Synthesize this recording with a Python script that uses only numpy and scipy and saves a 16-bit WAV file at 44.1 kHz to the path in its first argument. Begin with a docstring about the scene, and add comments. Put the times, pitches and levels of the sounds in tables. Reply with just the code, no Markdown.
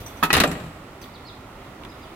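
"""A soft bump, a hiss and the ping of a spring: a metal screen door swings shut close by. Its latch strikes and
scrapes, then the loose panel clatters against the frame, the latch seats with a knock and the door shudders
out. Each impact excites damped modes: sinusoids where they are few, decaying noise where they are dense. The
room behind rings briefly; outside, small birds chirp over the steady hum of a back yard."""
import sys
import numpy as np
from scipy import signal
from scipy.fft import rfft, irfft
from scipy.io import wavfile

SR = 44100
rng = np.random.default_rng(int(sys.argv[2]) if len(sys.argv) > 2 else 0)


def master_out(mix):
    """Clip the mix to full scale and print it as 16-bit PCM to the path in sys.argv[1]."""
    frames = np.transpose(np.atleast_2d(mix))
    ceiling = np.clip(frames, -1, 1)
    pcm = np.round(ceiling * 32767).astype(np.int16)
    wavfile.write(sys.argv[1], SR, pcm)


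N = 94815
T = np.arange(N) / SR

# How unlike the two channels are. Each row: frequency in Hz, side minus mid in dB.
STEREO_WIDTH = [(60, -36.5), (200, -20.5), (380, -13), (700, -13), (1300, -3.5), (2400, -3), (4400, 2),
                (8000, 1), (15000, -6)]
# Spectrum of sliding friction. Each row: frequency in Hz, density in dB.
FRICTION_SPECTRUM = [(200, 2.5), (1200, 0.5), (3600, 1), (5500, -11), (6650, -6), (8200, -13), (9700, -6),
                     (11500, -11), (13100, -1), (14500, -12), (16000, -21)]
# Spectrum of diffuse reflections. Each row: frequency in Hz, density in dB.
ECHO_SPECTRUM = [(60, 7.5), (170, 7.5), (500, 5.5), (1500, 0.5), (3000, 0), (6000, -7), (7600, 5),
                 (9000, -3.5), (16000, 0)]


def amp(db):
    """Amplitude ratio of a level in decibels."""
    return 10 ** (np.asarray(db) / 20)


def at(points, hz):
    """Interpolation of (Hz, value) points on a logarithmic frequency axis."""
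    p = np.array(points, float)
    return np.interp(np.log(np.maximum(hz, 1)), np.log(p[:, 0]), p[:, 1])


def rise(seconds):
    """Linear attack to full amplitude."""
    return np.minimum(T[:16384] / seconds, 1)


def fade(t60, size=16384):
    """Damping: exponential decay, 60 dB down after t60 seconds."""
    return amp(-60 * T[:size] / t60)


def focus(hz, centre_hz, octave_db=-3):
    """Selective excitation: gain falls by octave_db one octave from the centre and is flat beyond two."""
    if centre_hz is None:
        return 1
    octaves = np.log2(np.maximum(hz, 1) / centre_hz)
    return amp(octave_db * np.minimum(octaves ** 2, 4))


def noise(spectrum, size=N, centre_hz=None):
    """Partial coherence: coloured stereo noise of rms 1, alike in the bass and unlike in the treble."""
    hz = np.fft.rfftfreq(size, 1 / SR)
    mid, side = np.exp(2j * np.pi * rng.random((2, len(hz))))
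    width = amp(at(STEREO_WIDTH, hz))
    gain = amp(at(spectrum, hz)) / np.hypot(1, width) * (hz > 20) * focus(hz, centre_hz)
    y = irfft(np.array([mid + width * side, mid - width * side]) * gain, size)
    return y / y.std()


def burst(spectrum, t60, centre_hz=None):
    """Modal overlap: countless close resonances struck at once merge into decaying noise."""
    return noise(spectrum, size=16384, centre_hz=centre_hz) * fade(t60)


def ring(modes, scatter_db=0., centre_hz=None):
    """Modal superposition: damped sinusoids, the high ones out of phase between the channels."""
    y = 0
    for (hz, db, t60), (strength, side) in zip(modes, rng.standard_normal((len(modes), 2))):
        envelope = fade(t60) * amp(db + scatter_db * strength) * focus(hz, centre_hz)
        lag = np.arctan(amp(at(STEREO_WIDTH, hz))) * np.sign(side) * np.array([[1], [-1]])
        y = envelope * np.sin(2 * np.pi * hz * T[:len(envelope)] + lag) - y  # neighbours alternate in sign
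    return y


def pan(y, db):
    """Level difference: the treble leans left for positive db while the bass stays in the middle."""
    bass = signal.sosfilt(signal.butter(1, 510, fs=SR, output="sos"), y)
    return bass + (y - bass) * amp(np.array([[db], [-db]]) / 2)


def add(out, start, y, pan_db=0.):
    """Superposition: a sound joins the mix at its start in seconds."""
    i = int(start * SR)
    out[:, i:i + y.shape[-1]] += pan(y, pan_db)[:, :N - i]


def echo(x, spectrum, t60, size=32768):
    """Diffuse reflection: convolution with noise that builds up quickly and decays."""
    tail = noise(spectrum, size) * fade(t60, size) * np.minimum(T[:size] / 0.0054, 1)
    tail /= np.sqrt((tail ** 2).sum() / 2)
    return signal.fftconvolve(x, tail, axes=1)[:, :N]


def yard():
    """Ambient noise: a distant hum, a faint rustle that comes and goes, and a few light ticks."""
    # Spectra of hum, rustle and tick. 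Each row: frequency in Hz, density in dB.
    hum_spectrum = [(15, -32), (25, -1.5), (107, 0), (169, -4.5), (289, -1), (359, -5), (389, -1.5),
                    (433, -9), (567, -7), (970, -9), (1380, -8), (1570, -17.5), (1950, -14), (3930, -26),
                    (15500, -38)]
    rustle_spectrum = [(900, -21), (1800, -1), (2400, -0.5), (3700, -1.5), (5500, -18.5), (15000, -20)]
    tick_spectrum = [(800, -5), (2000, -7), (3400, -1.5), (4500, -26), (12000, -36)]
    # Envelopes of hum and rustle, and the single ticks. Each row: time in seconds, level in dB.
    hum_levels = [(0, -42), (.2, -39.5), (.8, -42), (1.5, -42), (1.9, -41), (2.15, -41)]
    rustle_levels = [(0, -57), (.7, -58.5), (1.0, -59.5), (1.45, -62), (1.65, -53.5), (1.78, -61.5),
                     (2.0, -56.5), (2.15, -55)]
    ticks = [(1.041, -37.5), (1.8358, -36), (1.8505, -33), (2.072, -44)]
    out = noise(hum_spectrum) * amp(np.interp(T, *np.array(hum_levels).T))
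    out += noise(rustle_spectrum) * amp(np.interp(T, *np.array(rustle_levels).T))
    for start, db in ticks:
        add(out, start, amp(db) * burst(tick_spectrum, t60=0.028))
    return out


def birds():
    """Frequency modulation: slightly rough whistles slur downward, and the fences reflect them."""
    # Each row: start in seconds, length in seconds, top and end pitch in Hz, level in dB,
    # bend exponent (higher holds the top note longer).
    chirps = [(1.016, 0.038, 5250, 3230, -49.5, 1.1), (1.138, 0.035, 5080, 3090, -48, 0.99),
              (1.248, 0.031, 4400, 3830, -47, 3), (1.266, .026, 5120, 4550, -49, 1.8),
              (1.279, 0.026, 4500, 3220, -43.5, 0.99), (1.888, 0.027, 5050, 4950, -53.5, 5),
              (1.915, 0.017, 4040, 3320, -52, 1.1), (2.019, .028, 4900, 4700, -54.5, 3.4),
              (2.03, 0.032, 4310, 2760, -52.5, 0.86)]
    out = np.zeros((2, N))
    for start, length, top_hz, end_hz, db, bend in chirps:
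        progress = np.minimum(T[:4096] / length, 1)
        knots = np.linspace(0, 1, 30)
        waver, flutter_db = (np.interp(progress, knots, r) for r in rng.standard_normal((2, 30)))
        hz = (top_hz + (end_hz - top_hz) * progress ** bend) * (1 + 0.019 * waver)
        envelope = amp(db + flutter_db) * np.sqrt(4 * progress * (1 - progress))
        add(out, start, envelope * np.sin(2 * np.pi * np.cumsum(hz) / SR))
    return out + amp(3.5) * echo(out, ECHO_SPECTRUM, t60=0.42)


def to_the_right(outdoors):
    """Localisation: a level difference that varies with frequency puts the yard on the right."""
    # Each row: frequency in Hz, left minus right in dB.
    balance = [(100, 0), (350, -1), (700, -6), (1300, -5), (2400, -2), (4400, -4.5), (8000, 0.5),
               (15000, -1.5)]
    lean_db = at(balance, np.fft.rfftfreq(N, 1 / SR))
    return irfft(rfft(outdoors) * amp(lean_db * np.array([[1], [-1]]) / 2), N)


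def reverberation(door):
    """Reverberant decay: the room rings briefly and a faint high shimmer outlasts it."""
    # Each row: frequency in Hz, density in dB.
    shimmer_spectrum = [(5500, -32), (7000, -12), (7600, 0), (8300, -7), (10000, -16), (12700, -7),
                        (15000, -20)]
    room = amp(-15.5) * echo(door, ECHO_SPECTRUM, t60=0.82)
    return room + amp(-32) * echo(door, shimmer_spectrum, t60=1.8)


def bump():
    """Low-frequency excitation: the door moves with a soft bump."""
    # Each row: frequency in Hz, density in dB.
    bump_spectrum = [(30, -25), (60, -2), (95, 1), (140, -11), (300, -13), (500, -13.5), (1500, -51)]
    out = np.zeros((2, N))
    add(out, 0.00805, amp(-37.5) * burst(bump_spectrum, t60=0.57))
    return out


def closer(end_s=0.3, release_s=0.022):
    """Broadband noise: the closer hisses while the door glides shut."""
    return amp(-51.5) * noise(FRICTION_SPECTRUM) * np.clip((end_s - T) / release_s + 1, 0, 1)


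def spring(spread_hz=112):
    """Beating: the shifting spring pings in clusters of close coil modes, with a rasp."""
    # Each row: start in seconds, ring level in dB, rasp level in dB.
    pings = [(.001, -54, -44.5), (0.06, -41, -45), (.168, -54.5, -54), (1.013, -49.5, -45)]
    # Each row: frequency in Hz, level in dB, t60 in seconds.
    coil_modes = [(3480, -7.5, 0.65), (6010, 6.5, 0.14), (8020, -5, 0.24), (13400, -8, 0.36),
                  (14100, -11, .13)]
    # Each row: frequency in Hz, density in dB.
    rasp_spectrum = [(1000, 1), (3300, 1), (5000, -2), (7000, -9), (10000, -6), (13500, -3), (16000, -7)]
    out = np.zeros((2, N))
    for start, ring_db, rasp_db in pings:
        coils = 0
        for shifts in spread_hz * rng.uniform(-1.09, 1, size=(4, len(coil_modes))):
            coils += ring([(hz + shift, db, t60) for (hz, db, t60), shift in zip(coil_modes, shifts)])
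        rasp = amp(rasp_db) * burst(rasp_spectrum, t60=0.3)
        add(out, start, rise(0.004) * (amp(ring_db) * coils / 2 + rasp), pan_db=-3)
    return out


def thud(hz, body_db, rise_s=0.0067):
    """Flexural vibration: the struck door bends for a few soft cycles and its low modes ring on."""
    # Each row: frequency in Hz, level in dB, t60 in seconds.
    door_modes = [(47.6, -3, 0.46), (83.8, -1.5, 0.24), (134, -18, 0.32), (168, -14, 0.18),
                  (196, -5, 0.088), (247, -8.5, .16), (324, -4.5, 0.19), (407.6, -6, 0.27)]
    age = T[:16384] / rise_s
    flex = age * np.exp(1 - age) * np.sin(2 * np.pi * hz * T[:16384])
    return flex + amp(body_db) * rise(rise_s) * ring(door_modes, scatter_db=1.5, centre_hz=hz)


def latch():
    """Impact and friction: the latch meets the strike plate with a clack and scrapes over it."""
    # Each row: start in seconds, clack level in dB, scrape level in dB, pan in dB.
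    strikes = [(0.2273, -11, -29, -7.5), (.2335, -12, -15.5, 0), (0.241, -21, -43, -8),
               (.2505, -25, -24.5, 1)]
    # Each row: frequency in Hz, level in dB, t60 in seconds.
    latch_modes = [(835, -1, 0.045), (950, -13, .06), (1140, -9, 0.031), (1287, -2, 0.11),
                   (1498, -7, 0.079), (1624, -4, 0.066), (1817, 0, 0.054), (2572, -5, .08),
                   (3417, -22, 0.14)]
    # Dense ring of the latch housing. Each row: frequency in Hz, density in dB.
    housing_spectrum = [(120, -28), (250, 2.5), (500, -14), (850, 3.5), (1800, -0.5), (2200, -14),
                        (4000, -11), (8000, -33)]
    out = np.zeros((2, N))
    for start, clack_db, scrape_db, pan_db in strikes:
        metal = amp(-6) * ring(latch_modes, scatter_db=4.1) + amp(-7) * burst(housing_spectrum, t60=0.12)
        clack = amp(clack_db) * rise(0.00036) * metal
        scrape = amp(scrape_db) * rise(0.0019) * burst(FRICTION_SPECTRUM, t60=0.067)
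        add(out, start, clack + scrape, pan_db)
    add(out, 0.2305, amp(-22.5) * thud(hz=176, body_db=-10))
    return out


def clatter():
    """Inelastic collisions: the panel bounces on the frame, and each contact rings, cracks and thuds."""
    # Each row: start in seconds, ring level in dB, most favoured frequency in Hz, crack level in dB,
    # thud level in dB, thud pitch in Hz, pan in dB.
    blows = [(0.3039, -18, 2340, -33, -41, 278, 2.5), (0.3292, -14, 2570, -11.5, -26, 243, -1),
             (0.3379, -12.5, 3300, -20, -22.5, 141, 2), (.3508, -12, 2880, -24.5, -30, 131, 0.5),
             (0.361, -26, 1800, -27, -35.5, 241, 0), (.3670, -14, 1800, -19.5, -23, 85, 2.5),
             (0.3771, -16.5, 2170, -23, -22.5, 246, 1), (0.384, -18.5, 2200, -34, -38, 195, 2),
             (0.4011, -10.5, 3740, -13.5, -24, 50, 1.5), (0.4083, -17.5, 2600, -27, -15.5, 199.4, 0),
             (.4160, -18.5, 1710, -41, -24, 353, -1), (0.4361, -13.5, 1900, -19.5, -21, 304, -1.5),
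             (0.453, -24, 1220, -44, -26, 280, 5), (0.474, -30.5, 1200, -33, -22, 159.4, 0),
             (0.4919, -36, 1400, -52, -29.5, 250, 2), (0.5144, -30, 1370, -29.5, -24, 178.5, -2),
             (0.53, -40, 1400, -41, -42, 294, -4), (.5530, -33, 1210, -60, -30.5, 145, 0),
             (0.6, -36.5, 2000, -48, -35.5, 102, 1), (.6380, -37.5, 900, -48, -31.5, 152, 0),
             (.6620, -42.5, 927, -51, -32.5, 151.5, 2)]
    # A loose part clinks as the door settles. Each row: start in seconds, level in dB.
    clinks = [(.4752, -30.5), (0.4922, -42)]
    # Rattle of the panel and crack of a contact. Each row: frequency in Hz, density in dB.
    panel_spectrum = [(100, -6), (300, 9.5), (600, 7.5), (950, 0.5), (1300, 3), (2000, -5.5), (2700, -2.5),
                      (3300, -8.5), (3900, -3.5), (4800, -10.5), (7000, -20.5), (16000, -42)]
    crack_spectrum = [(500, -1.5), (2000, 3), (4000, 1.5), (7000, 1), (10500, -0.5), (12500, -2),
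                      (14200, -5), (16000, -15)]
    # Modes of the metal frame, a glancing blow, the seating knock and the loose part.
    # Each row: frequency in Hz, level in dB, t60 in seconds.
    frame_modes = [(520, -8, 0.35), (772, -7, 0.3), (1147, -13.5, 0.37), (1230, -5, .2), (1340, 0, 0.11),
                   (1700, -18, 0.18), (1827, -2, 0.085), (1934, 3, 0.086), (2463, -9, 0.16),
                   (2710, -23, 0.24), (2965, -4.5, 0.07), (3750, -6, 0.081)]
    glance_modes = [(830, -7, 0.054), (1290, 2, 0.023), (1740, -5, 0.032), (2270, -17, 0.024),
                    (2530, 1, 0.034), (2950, -9, 0.025)]
    seat_modes = [(480, -4.5, 0.067), (603, -0.5, 0.079), (705, -3.5, 0.079), (1030, -21, 0.029),
                  (1226, -1, 0.068), (1620, -3, 0.041)]
    clink_modes = [(7350, -3, .03), (7580, 0, .05), (7950, -5, .03), (9050, -8, .02)]
    out = np.zeros((2, N))
    for start, ring_db, hz, crack_db, thud_db, thud_hz, pan_db in blows:
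        rattle = burst(panel_spectrum, t60=0.074, centre_hz=hz)
        frame = amp(-13) * ring(frame_modes, scatter_db=5, centre_hz=hz)
        crack = amp(-2) * burst(crack_spectrum, t60=0.064)
        snap = amp(-9) * burst(crack_spectrum, t60=0.012)
        contact = amp(ring_db) * (rattle + frame) + amp(crack_db) * (crack + snap)
        add(out, start, rise(0.00036) * contact, pan_db)
        add(out, start, amp(thud_db) * thud(thud_hz, body_db=-8.5))
    add(out, 0.304, amp(-13) * ring(glance_modes))
    add(out, 0.4385, amp(-13) * ring(seat_modes))
    add(out, 0.338, amp(-25) * ring([(10243, 0, 0.13)]))  # a thin metal part set ringing
    for start, db in clinks:
        add(out, start, amp(db) * ring(clink_modes))
    return out


def scene():
    """Superposition of the door's direct sound, its reverberation and the yard."""
    door = latch() + clatter() + closer() + spring() + bump()
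    return door + reverberation(door) + to_the_right(birds() + yard())


def record(dry, top_hz=15800):
    """Soft saturation rounds the highest peaks and a steep low-pass filter cuts the top."""
    return signal.sosfilt(signal.ellip(8, .2, 80, top_hz, fs=SR, output="sos"), np.tanh(dry))


dry = scene()
out = record(dry)
master_out(out)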